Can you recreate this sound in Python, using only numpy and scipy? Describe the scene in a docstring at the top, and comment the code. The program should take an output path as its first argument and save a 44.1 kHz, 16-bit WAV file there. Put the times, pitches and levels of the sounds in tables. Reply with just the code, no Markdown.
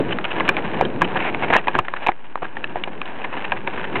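"""Stripping ice from a car antenna

A gloved hand rubs along the rod, close to a small camera in a snowy yard, while wind blows throughout.
The ice crumbles in crunches of tiny fractures and snaps in short dry cracks that set the rod ringing.
The camera passes only a narrow band, and the hardest cracks overload it."""
import sys
import numpy as np
from scipy import signal
from scipy.fft import rfft, irfft, next_fast_len
from scipy.io import wavfile

SR = 44100
rng = np.random.default_rng(int(sys.argv[2]) if len(sys.argv) > 2 else 0)


def log_audio(samples):
    """Write samples as a 16-bit WAV file to the path given in sys.argv[1]."""
    # one column per channel
    frames = np.atleast_2d(samples).T
    # limit to full scale, then quantise
    limited = np.clip(frames, -1, 1)
    pcm = np.round(limited * 32767).astype(np.int16)
    wavfile.write(sys.argv[1], SR, pcm)


N = 4 * SR


def amp(db):
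    return 10 ** (np.asarray(db) / 20)


def unit_rms(x):
    return x / np.sqrt(np.mean(x ** 2) + 1e-20)


def unit_burst(x):
    """Scale x to the energy of 5 ms at rms 1."""
    return x / np.sqrt(np.sum(x ** 2) / (.005 * SR) + 1e-20)


def curve(rows):
    """Interpolate (seconds, value) rows to one value per sample."""
    return np.interp(np.arange(N) / SR, *np.transpose(rows))


def wobble(knots_per_s):
    """Straight lines between Gaussian random knots."""
    knots = rng.standard_normal(1024)
    return np.interp(np.arange(N) * knots_per_s / SR, np.arange(len(knots)), knots)


def coloured(x, colour):
    """Minimum-phase filter through (Hz, dB) points."""
    size = 4096
    hz, db = np.transpose(colour)
    gain = amp(np.interp(np.log(np.fft.rfftfreq(size, 1 / SR) + 1), np.log(hz), db))
    cepstrum = irfft(np.log(gain))
    cepstrum[1:size // 2] *= 2
    cepstrum[size // 2 + 1:] = 0
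    response = irfft(np.exp(rfft(cepstrum)))
    return signal.oaconvolve(x, response)[:len(x)]


def noise(colour):
    return unit_rms(coloured(rng.standard_normal(N), colour))


def grains(colour, per_s, spread_db=4):
    """Tiny fractures: impulses of random time, sign and capped size, at rms 1."""
    hits = rng.random(N) < per_s / SR
    size = amp(spread_db * np.minimum(rng.standard_normal(N), 1))
    sign = rng.choice([-1, 1], N)
    return unit_rms(coloured(hits * sign * size, colour))


def random_slice(x, length):
    return x[rng.integers(N - length):][:length]


def add(track, start_s, sound):
    part = track[max(round(start_s * SR), 0):][:len(sound)]
    part += sound[:len(part)]


# Each row: time in seconds, level in dB before trim and flutter.
RUMBLE_LEVELS = [(0, -21), (0.05, -25), (0.14, -25), (0.19, -29), (0.28, -37), (0.36, -29), (0.55, -29),
                 (0.72, -30), (0.82, -26), (0.88, -29), (1.0, -27), (1.14, -30), (1.35, -31), (1.5, -31),
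                 (1.64, -38), (1.72, -40), (1.76, -27), (1.83, -47), (2.03, -42), (2.18, -52), (2.36, -48),
                 (2.5, -41), (2.8, -39), (3.2, -39), (3.65, -36), (3.88, -35), (3.96, -29)]
# Each row: frequency in Hz, relative gain in dB.
RUMBLE_EQ = [(20, -32), (50, -14.5), (100, -7), (160, -1), (250, -1), (360, 0), (520, -6), (900, -18),
             (2000, -40)]


def wind_rumble(trim_db=.2, flutter_db=1.8):
    """Wind and handling buffet the microphone."""
    level = amp(curve(RUMBLE_LEVELS) + trim_db + flutter_db * wobble(knots_per_s=22))
    return level * noise(RUMBLE_EQ)


# Each row: time in seconds, level in dB before trim and flutter.
RUB_LEVELS = [(0.0, -33.0), (0.15, -35.0), (0.22, -36.0), (0.29, -33.0), (0.36, -30.0), (0.53, -29.0),
              (0.62, -32.0), (0.76, -30.0), (0.88, -36.0), (0.98, -37.0), (1.1, -32.0), (1.17, -29.0),
              (1.28, -29.0), (1.34, -33.0), (1.46, -29.0), (1.63, -38.0), (1.71, -36.0), (1.82, -41.0),
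              (1.91, -41.0), (2.0, -35.0), (2.06, -32.0), (2.15, -47.0), (2.32, -46.0), (2.41, -45.0),
              (2.5, -42.0), (2.72, -39.0), (2.93, -40.0), (3.1, -36.0), (3.29, -37.0), (3.35, -32.0),
              (3.49, -34.0), (3.63, -40.0), (3.74, -31.0), (3.91, -33.0), (4.0, -27.0)]
# Each row: frequency in Hz, relative gain in dB.
RUB_EQ = [(150, -22), (350, -6), (540, -1), (740, 1), (930, 3), (1250, -6.5), (1650, -1.5), (2000, -9),
          (2450, -7), (2900, -12), (3300, -20), (3800, -23), (4500, -33)]
GRIT_EQ = [(100, -22), (330, -3), (750, 0), (950, 1), (1300, -3), (1700, 0), (2200, -2), (2900, -1),
           (3400, -10), (3900, -18), (4500, -32)]


def glove_rub(trim_db=-.6, flutter_db=1.5, grit_db=-6):
    """Sliding glove and wind make one fluttering hiss; the glove grinds crumbs of ice."""
    level = amp(curve(RUB_LEVELS) + trim_db + flutter_db * wobble(knots_per_s=45))
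    hiss = noise(RUB_EQ)
    grit = amp(grit_db) * grains(GRIT_EQ, per_s=140)
    return level * (hiss + grit)


# Each row: start in seconds, hold in seconds, body level in dB, splinter ring in Hz, splinter level in dB.
ICE_CRUNCHES = [(0.103, 0.012, -28, 2960, -30), (0.119, 0.011, -25, 2960, -23),
                (0.241, 0.016, -33, 2400, -30), (0.303, 0.008, -31, 2770, -29),
                (0.313, 0.008, -27, 2770, -24), (0.381, 0.008, -28, 2170, -30),
                (0.572, 0.022, -26, 1960, -31), (0.639, 0.017, -30, 1660, -29),
                (0.79, 0.008, -30, 2130, -29), (1.043, 0.01, -29, 2930, -24),
                (1.164, 0.011, -29, 1670, -22), (1.19, 0.11, -29, 2200, -27.5),
                (1.423, 0.026, -22, 2210, -24), (1.478, 0.007, -36, 2220, -31),
                (1.499, 0.012, -24, 2500, -28), (1.529, 0.038, -20, 2000, -20),
                (1.567, 0.024, -27, 2650, -26), (1.641, 0.008, -33, 1600, -37),
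                (1.743, 0.027, -27, 1550, -29), (1.779, 0.012, -27, 2700, -31),
                (1.848, 0.008, -40, 1660, -33), (1.962, 0.01, -34, 1710, -27), (2.04, 0.01, -34, 1980, -38),
                (2.242, 0.014, -43, 2430, -44), (2.419, 0.012, -25, 1830, -37),
                (2.442, 0.013, -31, 1640, -31), (2.463, 0.005, -36, 1950, -38),
                (3.215, 0.005, -37, 2570, -35), (3.24, 0.012, -30, 1780, -26),
                (3.324, 0.02, -35, 2300, -36), (3.366, 0.018, -28, 1700, -31),
                (3.403, 0.01, -44, 2370, -34), (3.443, 0.01, -33, 2620, -27),
                (3.563, 0.014, -31, 2000, -32), (3.668, 0.008, -30, 2100, -32),
                (3.732, 0.008, -31, 2310, -34), (3.774, 0.009, -28, 1770, -27),
                (3.793, 0.005, -27, 1770, -27), (3.84, 0.011, -30, 1770, -27),
                (3.954, 0.016, -26, 2130, -25)]
# Each row: frequency in Hz, relative gain in dB.
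BODY_EQ = [(100, -24), (330, -4), (550, -3), (750, 1), (980, 1), (1400, -4), (2000, -18), (4500, -45)]
SPLINTER_EQ = [(300, -35), (1000, -12), (1650, 1), (2100, -2), (2800, -1), (3300, -10), (3900, -18),
               (4500, -32)]


def ice_crunches(rise_s=.0012, fall_s=.003, ring_db=-3):
    """Ice crumbles in dense runs of fractures: a dull body and splinters ringing near one pitch. The long row
    at 1.19 s is instead a stroke of the glove sliding along the rod, with the same grainy texture."""
    out = np.zeros(N)
    t = np.arange(SR // 5) / SR
    body_grains = grains(BODY_EQ, per_s=1800)
    splinter_grains = grains(SPLINTER_EQ, per_s=1800)
    for start_s, hold_s, body_db, ring_hz, splinter_db in ICE_CRUNCHES:
        hiss = unit_rms(random_slice(splinter_grains, len(t)))
        ring = unit_rms(signal.lfilter(*signal.iirpeak(ring_hz, Q=7, fs=SR), hiss))
        splinters = amp(splinter_db) * unit_rms(hiss + amp(ring_db) * ring)
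        body = amp(body_db) * unit_rms(random_slice(body_grains, len(t)))
        envelope = (1 - np.exp(-t / rise_s)) * np.exp(-np.maximum(t - hold_s, 0) / fall_s)
        add(out, start_s, envelope * (body + splinters))
    return out


# Each row: start in seconds, low ring in Hz, its level in dB, high ring in Hz, its level in dB,
# seconds for the low ring to fall 30 dB, level of the after-shake (rattle and rod) in dB.
ICE_CRACKS = [(0.1871, 1350, -23, 1900, -23, 0.004, -33), (0.2435, 1300, -28, 2900, -26, 0.004, -35),
              (0.252, 1500, -26, 2900, -24, 0.005, -33), (0.3995, 1050, -22, 2800, -25, 0.006, -26),
              (0.4061, 1100, -18, 2050, -19, 0.007, -23), (0.4794, 990, -29, 2400, -23, 0.0025, -35),
              (0.4837, 1250, -24, 3000, -30, 0.0025, -35), (0.4906, 1650, -11, 2430, -17, 0.007, -29),
              (0.4932, 1150, -18, 2430, -14, 0.012, -26), (0.568, 850, -23, 2400, -21, 0.004, -25),
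              (0.7341, 840.0, -30.0, 1740.0, -32.0, 0.009, -29.0), (0.8106, 780, -9, 2230, -28, 0.006, -21),
              (0.8224, 460, -17.5, 1960, -34, 0.018, -24), (0.8518, 420, -31, 3150, -26, 0.011, -31),
              (1.0118, 1150, -23, 2600, -33, 0.006, -28), (1.0187, 1100, -10, 1640, -14.5, 0.009, -21),
              (1.0245, 1000, -19, 2110, -30, 0.01, -25),
              (1.1572, 900.0, -21.0, 1830.0, -31.0, 0.007, -20.0),
              (1.347, 1010.0, -23.0, 2220.0, -22.0, 0.003, -34.0), (1.503, 760, -14, 1950, -22, 0.009, -25),
              (1.5075, 760, -19, 2180.0, -30.0, 0.008, -24.0), (1.5255, 720, -16, 1740, -25, 0.007, -25),
              (1.5304, 730, -16, 1720, -19, 0.014, -23), (1.5372, 950, -16, 1720, -13, 0.01, -24),
              (1.5435, 600, -22, 2450, -19, 0.011, -27), (1.5503, 1020, -19, 1700, -16, 0.014, -25),
              (1.5539, 530, -15, 2100, -20, 0.016, -24), (1.5628, 840, -12.5, 1950, -22, 0.007, -32),
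              (1.5655, 1150, -15.5, 1800, -14, 0.007, -28),
              (1.5943, 770.0, -30.0, 1890.0, -31.0, 0.01, -34.0), (1.672, 850, -18, 1900, -23, 0.006, -26),
              (1.6825, 950, -14, 2450, -19, 0.007, -22), (1.7523, 930, -15, 1620, -18, 0.003, -25),
              (1.7555, 370, -20, 1750, -34, 0.03, -36), (1.789, 1120, -9.3, 1700, -18, 0.004, -31),
              (1.7905, 90, -25, 1750, -36, 0.03, -38), (1.7922, 1180, -16, 2700, -25, 0.007, -26),
              (1.8836, 1400.0, -32.0, 1830.0, -24.0, 0.005, -34.0),
              (1.938, 1100.0, -19.0, 1730.0, -24.0, 0.005, -34.0),
              (2.0211, 860.0, -29.0, 1680.0, -38.0, 0.006, -37.0),
              (2.0652, 950, -22, 2450, -22, 0.004, -30), (2.0698, 950, -13.5, 2450, -20, 0.004, -25),
              (2.0853, 850, -18, 2300, -19.5, 0.009, -29), (2.0895, 800, -8, 2140, -30, 0.011, -26),
              (2.1186, 880.0, -38.0, 1980.0, -31.0, 0.005, -41.0),
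              (2.3565, 1130, -18.5, 1570, -34, 0.0025, -42),
              (2.3759, 960.0, -32.0, 1560.0, -39.0, 0.008, -44.0),
              (2.4291, 740.0, -23.0, 1700.0, -36.0, 0.008, -33.0), (2.569, 850, -29, 1800, -26, 0.01, -37),
              (2.6422, 1720, -23, 2620, -22, 0.008, -35),
              (2.7573, 690.0, -18.0, 2090.0, -37.0, 0.007, -33.0),
              (2.7682, 600.0, -26.0, 1920.0, -36.0, 0.008, -33.0),
              (2.8378, 2300, -26, 2850, -21.5, 0.009, -38),
              (2.8747, 780.0, -26.0, 1700.0, -35.0, 0.01, -31.0),
              (3.0163, 1230.0, -26.0, 2500.0, -25.0, 0.006, -35.0),
              (3.057, 1000, -42, 2900, -34, 0.008, -44), (3.246, 1070.0, -31.0, 2220.0, -27.0, 0.01, -32.0),
              (3.5202, 1000, -17.5, 2480, -19.5, 0.007, -29), (3.5228, 800, -19, 1640, -19, 0.01, -25),
              (3.6752, 950, -20, 2250, -22, 0.007, -25), (3.941, 300, -22, 1700, -38, 0.025, -36),
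              (3.9566, 1030.0, -26.0, 2110.0, -24.0, 0.009, -25.0)]
# Each row: mode of the iced rod in Hz, level in dB re the after-shake, seconds to fall 30 dB.
ROD_MODES = [(360, -5, .06), (535, -6, .05), (752, -4, .04), (985, -8, .03), (1640, -8, .035),
             (1712, -8, .035), (2430, -10, .02)]
# Each row: frequency in Hz, relative gain in dB.
SNAP_EQ = [(60, -26), (300, -9), (800, 0), (1600, 0), (2700, -1), (3400, -10), (3900, -19), (4500, -34)]
RATTLE_EQ = [(60, -20), (200, -9), (360, -1), (520, -4), (750, 1), (1000, 1), (1350, -4), (1700, -5),
             (2400, -9), (3200, -19), (4500, -30)]


def ice_cracks(snap_re_high_db=-6, rattle_re_shake_db=1, high_fade_ratio=.85):
    """Ice snaps or the hand knocks the rod: a click, two damped rings, then rattle and rod modes."""
    out = np.zeros(N)
    t = np.arange(SR // 10) / SR
    rattle_noise = noise(RATTLE_EQ)
    jitter_lowpass = signal.butter(2, 700, fs=SR, output="sos")
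    jitter = unit_rms(signal.sosfilt(jitter_lowpass, rng.standard_normal(N)))
    click = unit_burst(coloured(signal.unit_impulse(len(t)), SNAP_EQ))

    def ring(hz, fade_s, rise_cycles=.9, jitter_rad=.42):
        """The breaking piece rings with an unsteady phase."""
        envelope = (1 - np.exp(-t * hz / rise_cycles)) * amp(-30 * t / fade_s)
        phase = 2 * np.pi * hz * t + jitter_rad * random_slice(jitter, len(t))
        return unit_burst(envelope * np.sin(phase))

    def shake(x, fade_s, rise_s=.002):
        """Splinters or rod build up and die away after the crack."""
        envelope = (1 - np.exp(-t / rise_s)) * amp(-30 * t / fade_s)
        return unit_burst(envelope * x)

    for start_s, low_hz, low_db, high_hz, high_db, fade_s, shake_db in ICE_CRACKS:
        snap = amp(high_db + snap_re_high_db) * click
        low = amp(low_db) * ring(low_hz, fade_s)
        high = amp(high_db) * ring(high_hz, fade_s * high_fade_ratio)
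        rod = np.zeros(len(t))
        for mode_hz, mode_db, mode_fade_s in ROD_MODES:
            mode = np.sin(2 * np.pi * (mode_hz * t + rng.random()))
            rod += amp(mode_db) * shake(mode, mode_fade_s)
        rattle = amp(rattle_re_shake_db) * shake(random_slice(rattle_noise, len(t)), fade_s=.028)
        add(out, start_s, snap + low + high + amp(shake_db) * (rattle + rod))
    return out


def scene():
    """Mono, close and dry: the snow returns no echo."""
    return (ice_cracks() + ice_crunches() + glove_rub() + wind_rumble())[None]


def record(dry, band_hz=4050, bias=-.05, ceiling=.72, knee=24, top_hz=16000):
    """The camera keeps a narrow band; overloaded peaks flatten and spit a little treble."""
    size = next_fast_len(N + SR // 4)
    hz = np.fft.rfftfreq(size, 1 / SR)
    band_gain = 1 / np.sqrt(1 + (hz / band_hz) ** 60)
    narrow = irfft(rfft(dry, size) * band_gain, size)[:, :N]
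    biased = narrow + bias
    clipped = biased / (1 + np.abs(biased / ceiling) ** knee) ** (1 / knee)
    return irfft(rfft(clipped, size) * (hz < top_hz), size)[:, :N]


dry = scene()
out = record(dry)
log_audio(out)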